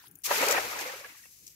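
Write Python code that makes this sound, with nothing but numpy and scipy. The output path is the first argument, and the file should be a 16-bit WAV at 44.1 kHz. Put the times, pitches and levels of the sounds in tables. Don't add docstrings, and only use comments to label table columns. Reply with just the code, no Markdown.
import sys
import numpy as np
from scipy import signal
from scipy.fft import rfft, irfft, next_fast_len
from scipy.io import wavfile
from scipy.ndimage import uniform_filter1d, map_coordinates

SR = 44100
rng = np.random.default_rng(int(sys.argv[2]) if len(sys.argv) > 2 else 0)


def makeup_ratio(level_db):
    decades = np.asarray(level_db, float) / 20
    return 10 ** decades


def dump_mix(stems):
    frames = np.atleast_2d(stems).T
    limited = np.clip(frames, -1, 1)
    pcm = np.round(limited * 32767).astype(np.int16)
    wavfile.write(sys.argv[1], SR, pcm)


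N = 68355
TIME = np.arange(N) / SR

# time_s, level_db
SPRAY_LEVEL = [(.2342, -77.5), (.2365, -43), (.243, -32), (.26, -29.5), (.284, -39.5), (.32, -35),
               (.36, -34), (.5, -35), (.518, -34.5), (.538, -36.5), (.556, -39.5), (.68, -43.5),
               (.78, -44.5), (.81, -40.5), (.83, -44.5), (1.1, -56.5), (1.3, -57), (1.55, -60)]
# pitch_hz, level_db (per Hz)
SPRAY_TONE = [(1300, -24.5), (1900, -5.5), (2300, -2), (3400, -6), (6300, -4.5), (9300, -13.5),
              (11500, -10), (13500, -10.5), (15800, -19)]
FINE_FOAM_S = (0.251, .3, 0.902, 1.203)
# time_s, level_db
GURGLE_LEVEL = [(0.24, -54), (0.256, -44.5), (0.304, -28.5), (0.312, -23.5), (0.336, -28.5), (0.402, -26),
                (0.434, -21), (0.464, -27.5), (0.472, -24.5), (0.588, -23), (0.608, -31), (0.674, -34),
                (0.87, -34), (1.038, -45.5), (1.046, -41), (1.082, -46.5), (1.266, -61), (1.29, -66)]
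# pitch_hz, level_db (per Hz)
GURGLE_TONE = [(70, -60), (130, -27.5), (470, -6), (950, -5.5), (2500, -8), (3200, -18.5), (5000, -21.5),
               (7000, -50)]
SMALL_BUBBLES_S = (0.83, 1.247)
# start_s, peak_db, pitch_hz
POCKETS = [(.255, -38.5, 1190), (.256, -36, 2440), (.296, -46, 690), (.309, -21.5, 582), (.31, -30, 1340),
           (.311, -24.5, 972), (.312, -27.5, 1192), (.313, -27.5, 800), (.314, -33, 1610),
           (.325, -27.5, 604), (.34, -26.5, 890), (.377, -28.5, 439), (.407, -31.5, 289), (.414, -30, 2340),
           (.423, -24.5, 943), (.424, -32, 1440), (.427, -34, 743), (.43, -18.5, 539), (.435, -31, 2570),
           (.442, -27, 623), (0.453, -31, 1335), (0.468, -23, 430), (.472, -28, 812), (0.481, -29, 928),
           (.49, -22.5, 570), (.495, -28, 845), (.501, -22.5, 472), (.509, -25.5, 1242), (.522, -24.5, 578),
           (.534, -25.5, 538), (.545, -31.5, 728), (.55, -30, 355), (0.57, -44, 404), (0.57, -25.5, 1874),
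           (.571, -30, 545), (.578, -26, 770), (0.587, -35.5, 409), (0.649, -35.5, 491), (.667, -40.5, 324),
           (.687, -44, 814), (.728, -32.5, 1232), (0.765, -44, 932), (0.787, -31.5, 1656),
           (.808, -38.5, 835), (0.813, -39.5, 351), (.857, -30.5, 506), (.875, -36.5, 518),
           (.891, -34.5, 1814), (.895, -39.5, 491), (0.936, -37.5, 532), (.944, -39, 2290),
           (.957, -44.5, 416), (1.009, -41, 556), (1.039, -41.5, 1132), (1.045, -35, 1663),
           (1.051, -46.5, 492), (1.145, -51.5, 1137), (1.191, -52.5, 1650), (1.236, -51, 1884),
           (1.25, -49.5, 2660),
           (.26, -52, 600), (.654, -35, 1753), (.721, -45, 922), (.878, -47, 1130), (.905, -45, 550),
                (.92, -45, 880), (.99, -47, 494), (1.097, -57, 298), (1.12, -61, 300), (1.12, -66, 590),
                (1.145, -62, 880), (1.15, -52, 1770), (1.185, -60, 2220), (1.257, -57, 2230),
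                (1.258, -66, 1110)]
# start_s, level_db
SLAPS = [(.2474, -29), (.4165, -27), (.466, -27), (.4864, -20), (.5052, -27), (.5108, -19), (.5145, -24),
         (.5205, -25), (.5255, -21), (.607, -33), (.687, -35), (.791, -32), (.811, -32)]
# start_s, level_db
PLUNGES = [
    (.3118, -24),
    (.4255, -33),
    (.4385, -26),
    (.577, -29),
    (.581, -29),
    (.859, -37),
    (1.256, -54),
]
# pitch_hz, level_db
PLUNGE_TONE = [(200, -50), (420, -2), (600, 0), (1000, -6), (2000, -9), (3200, -18), (5000, -50)]
# start_s, level_db
FLICKS = [
    (1.4645, -52),
    (1.468, -41),
    (1.471, -50),
    (1.4748, -52),
    (1.4787, -42),
    (1.483, -51),
    (1.487, -53),
]
# pitch_hz, level_db
FLICK_TONE = [(1500, -45), (2400, -12), (3700, -12), (6000, 0), (7700, -4), (9300, -15), (11500, -9),
              (14000, -9), (15800, -18)]
# start_s, level_db
TICKS = [
    (.0805, -57),
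    (.1128, -52),
    (.1556, -42),
    (.159, -55),
    (.1875, -62),
    (.2205, -53),
]
# pitch_hz, level_db
TICK_TONE = [(1500, -36), (2870, -15), (4000, -30), (5300, -14), (6900, -3), (9500, -17), (12500, 0),
             (15800, -8)]
# pitch_hz, t60_s (time to fade by 60 dB)
BANGLE_RINGS = [
    (9330, .045),
    (10900, .035),
    (11400, .04),
    (13900, .018),
]
# start_s, then level_db of each ring
CLINKS = [(.059, -54, -55, -75, -57), (.0707, -62, -75, -75, -48), (.0805, -75, -51, -54, -68),
          (.1126, -75, -60, -64, -53), (.118, -60, -58, -68, -62), (.171, -59, -60, -62, -72),
          (.1875, -61, -53, -62, -70), (.203, -62, -70, -75, -75)]
# start_s, peak_db, pitch_hz
TAPS = [
    (0.04, -51, 960),
    (0.073, -54, 4930),
]
# pitch_hz, width_hz, level_db
CORD_TONES = [
    (820, 75, 6),
    (1410, 45, 8.5),
    (1586, 44, 9.5),
    (1750, 18, 5),
]
# time_s, level_db
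CORD_PULL = [(0, -76), (.11, -67.5), (.16, -75), (.2, -84)]
# time_s, level_db
SWISH_LEVEL = [(0, -56.5), (.04, -53.5), (.075, -56.5), (.1, -75.5), (.16, -86), (.22, -83.5)]
# pitch_hz, level_db (per Hz)
SWISH_TONE = [(120, -67), (290, -17), (500, -29), (1570, -11.5), (2400, -17.5), (5500, -17), (8500, -24),
              (15800, -23)]
# time_s, level_db
BREEZE_LEVEL = [(0.0, -81), (0.128, -88), (0.318, -79), (0.574, -71.5), (1.004, -80), (1.096, -80),
                (1.55, -79)]
# pitch_hz, level_db (per Hz)
RUMBLE_TONE = [(12, -61.5), (32, -5.5), (90, 1), (124, -1.5), (231, -11.5), (520, -19), (600, -22.5),
               (780, -62), (1320, -120)]
# time_s, level_db
PUFFS = [
    [(.062, -92), (.075, -62), (.185, -67), (.2, -79)],
    [(1.4, -86), (1.425, -67), (1.48, -71), (1.52, -82.5)],
]
# pitch_hz, level_db
PUFF_TONE = [(30, -54), (70, -16), (155, -7.5), (220, -18.5), (330, -11), (480, -30.5), (900, -120)]
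# pitch_hz, level_db
HISS_TONE = [(60, -39), (240, -2), (400, -3.5), (644, -9.5), (1330, -9), (2600, -7), (3900, -18),
             (6000, -9), (9510, -11), (15800, -3.5)]
# pitch_hz, likeness (1 = same)
ALIKE = [(60, 0.94), (250, 0.53), (600, 0.2), (1300, 0.12), (5000, 0.04), (15000, 0.04)]
# pitch_hz, left_minus_right_db
PORT_LEAN = [(60, 1.5), (200, 3.5), (380, -2.5), (700, 3), (4400, 0.5), (8100, 3), (12000, 10)]

LAG_S = 0.000301
FLICK_T60_S, SLAP_T60_S, PLUNGE_T60_S = 0.014, 0.013, 0.038
SNAP_RISE_S = 0.006


def unit(x):
    return x / np.sqrt(np.mean(x ** 2) + 1e-20)


def along(points, hz):
    f, v = np.transpose(points)
    return np.interp(np.log(hz + 1), np.log(f + 1), v)


def level(rows):
    s, db = np.transpose(rows)
    return makeup_ratio(np.interp(TIME, s, db, left=-120, right=-120))


def wobble(rate):
    return map_coordinates(rng.standard_normal(2000), [np.arange(N) * rate / SR + 2])


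def filtered(x, response):
    m = next_fast_len(N + 8192)
    return irfft(rfft(x, m) * response(np.fft.rfftfreq(m, 1 / SR)), m)[..., :N]


def bed(x, tone):
    return unit(filtered(x, lambda hz: makeup_ratio(along(tone, hz))))


def rush(patchy_db, alike=ALIKE):
    z = signal.stft(rng.standard_normal((2, N + 512)), nperseg=256)[2]
    field = uniform_filter1d(rng.standard_normal(z.shape[1:]), size=6, axis=0)
    field = uniform_filter1d(field, size=5, axis=1)
    pair = signal.istft(z * makeup_ratio(patchy_db * unit(field)), nperseg=256)[1][:, :N]

    def mid_and_side(hz):
        angle = np.arccos(np.clip(along(alike, hz), -1, 1)) / 2
        return np.array([np.cos(angle), np.sin(angle)])

    mid, side = filtered(pair, mid_and_side)
    return unit(np.array([mid + side, np.roll(mid - side, round(LAG_S * SR))]))


def blips(s, gain, hz, decay_s, rise, lag_s, attack, size):
    draw, out = rng.standard_normal((len(s), 2, 2)), []
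    right_lag_s, scatter_s = lag_s
    for port in range(2):
        start = (s + port * right_lag_s + scatter_s * np.abs(draw[:, port, 0])) * SR
        t = (np.arange(size) + 1 - start[:, None] % 1) / SR
        u = t / decay_s[:, None]
        wave = np.sin(2 * np.pi * hz[:, None] * t * (1 + rise * (u - 1) / 2))
        wave *= np.exp(-u) * (1 - np.exp(-attack * u))
        wave *= (gain * makeup_ratio(1.5 * draw[:, port, 1]))[:, None]
        wave *= np.hanning(2 * size)[size:]
        at = start.astype(int)[:, None] + 1 + np.arange(size)
        out.append(np.bincount(at.ravel(), wave.ravel(), N + SR)[:N])
    return np.array(out)


def swarm(count, low_hz, high_hz, cycles, spread_db, rise, size):
    u = rng.random((count, 3))
    hz = low_hz + (high_hz - low_hz) * u[:, 1]
    loudness = np.minimum(-np.log(1 - u[:, 2]), 1.8)
    gain = np.sqrt(hz) * makeup_ratio(spread_db * loudness)
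    return unit(blips(u[:, 0] * N / SR, gain, hz, cycles / hz, rise, (LAG_S, 0.00022), 19, size=size))


def spray():
    drops = swarm(count=9000, low_hz=1360, high_hz=17660, cycles=4, spread_db=1.5, rise=0.014, size=96)
    mix = bed(0.62 * drops + 0.78 * rush(patchy_db=0.46), SPRAY_TONE)
    fine = filtered(mix, lambda hz: makeup_ratio(-10.5 / (1 + (hz / 4610) ** 6)))
    coarse_share = np.interp(TIME, FINE_FOAM_S, [0, 1, 1, 0])
    foam = coarse_share * mix + (1 - coarse_share) * fine
    return foam * level(SPRAY_LEVEL) * makeup_ratio(4.0 + 1.1 * wobble(41) + 0.37 * wobble(160))


def pockets():
    s, db, hz = np.transpose(POCKETS)
    decay_s = 1.3 / hz + 0.0077
    return blips(s, 1.15 * makeup_ratio(db), hz, decay_s, 0.015, (0.00006, 0.00005), 4.94, size=2000)


def gurgle():
    crowd = swarm(count=3600, low_hz=169, high_hz=5997, cycles=8.5, spread_db=0.5, rise=0.022, size=900)
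    mix = bed(0.45 * crowd + 0.85 * rush(patchy_db=0.5), GURGLE_TONE)
    small = unit(filtered(mix, lambda hz: 1 / (1 + (1590 / (hz + 1)) ** 3)))
    late = np.interp(TIME, SMALL_BUBBLES_S, [0, 1])
    return ((1 - late) * mix + late * small) * level(GURGLE_LEVEL) * makeup_ratio(-4 + 0.6 * wobble(60))


def snaps(events, t60, pan_db, tone):
    noise = bed(rush(patchy_db=1.2), tone)
    shape = 0
    for s, db in events:
        fade_s = np.where(TIME >= s, t60, SNAP_RISE_S)
        shape = shape + makeup_ratio(db - 60 * np.abs(TIME - s) / fade_s)
    return noise * shape * makeup_ratio([[pan_db / 2], [-pan_db / 2]])


def rim_weights():
    slaps = snaps(SLAPS, SLAP_T60_S, 0.54, FLICK_TONE)
    return slaps + snaps(PLUNGES, PLUNGE_T60_S, 0, PLUNGE_TONE)


def line_and_knots():
    flicks = snaps(FLICKS, FLICK_T60_S, 2.2, FLICK_TONE)
    return flicks + snaps(TICKS, FLICK_T60_S, 2.5, TICK_TONE)


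def bangles():
    out = 0
    for s, *levels in CLINKS:
        t = np.clip(TIME - s, 0, None)
        for (hz, t60), db in zip(BANGLE_RINGS, levels):
            ring = np.sin(2 * np.pi * hz * rng.normal(1, 0.0035) * t)
            out = out + makeup_ratio(db - 60 * t / t60) * ring * (1 - np.exp(-t / 0.00015))
    return out * makeup_ratio(-1 + 3 * wobble(350)) * makeup_ratio([[3], [-5]])


def cord():
    def resonances(f):
        return sum(makeup_ratio(db) * 1j * f * w / (c * c - f * f + 1j * f * w) for c, w, db in CORD_TONES)

    song = unit(filtered(rush(patchy_db=-5.5), resonances)) * level(CORD_PULL)
    s, db, hz = np.transpose(TAPS)
    return song + blips(s, 1.9 * makeup_ratio(db), hz, 0.0018 + 1.6 / hz, 0, (0, 0.00005), 4.4, size=900)


def swish():
    return bed(rush(patchy_db=4.0), SWISH_TONE) * level(SWISH_LEVEL)


def breeze():
    rumble = bed(rush(1, [(30, 0.89), (300, 0.68)]), RUMBLE_TONE)
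    rumble = rumble * level(BREEZE_LEVEL) * makeup_ratio(8.5 + 2.0 * wobble(6.7))
    return rumble + bed(rush(0.92, [(30, 1.0)]), PUFF_TONE) * sum(map(level, PUFFS))


def hiss():
    return makeup_ratio(-64.5) * bed(rush(patchy_db=-2.0), HISS_TONE)


def scene():
    water = spray() + gurgle() + pockets() + rim_weights()
    net = line_and_knots() + bangles() + cord() + swish()
    return water + net + breeze() + hiss()


def roll_off(x):
    return signal.sosfilt(signal.butter(12, 16530, fs=SR, output="sos"), x)


def record(dry):
    def port_gain(hz):
        lean_db = np.outer([0.5, -0.5], along(PORT_LEAN, hz))
        return makeup_ratio(-0.5 + lean_db) * (hz < 15745)

    return roll_off(filtered(dry, port_gain))


dry = scene()
out = record(dry)
dump_mix(out)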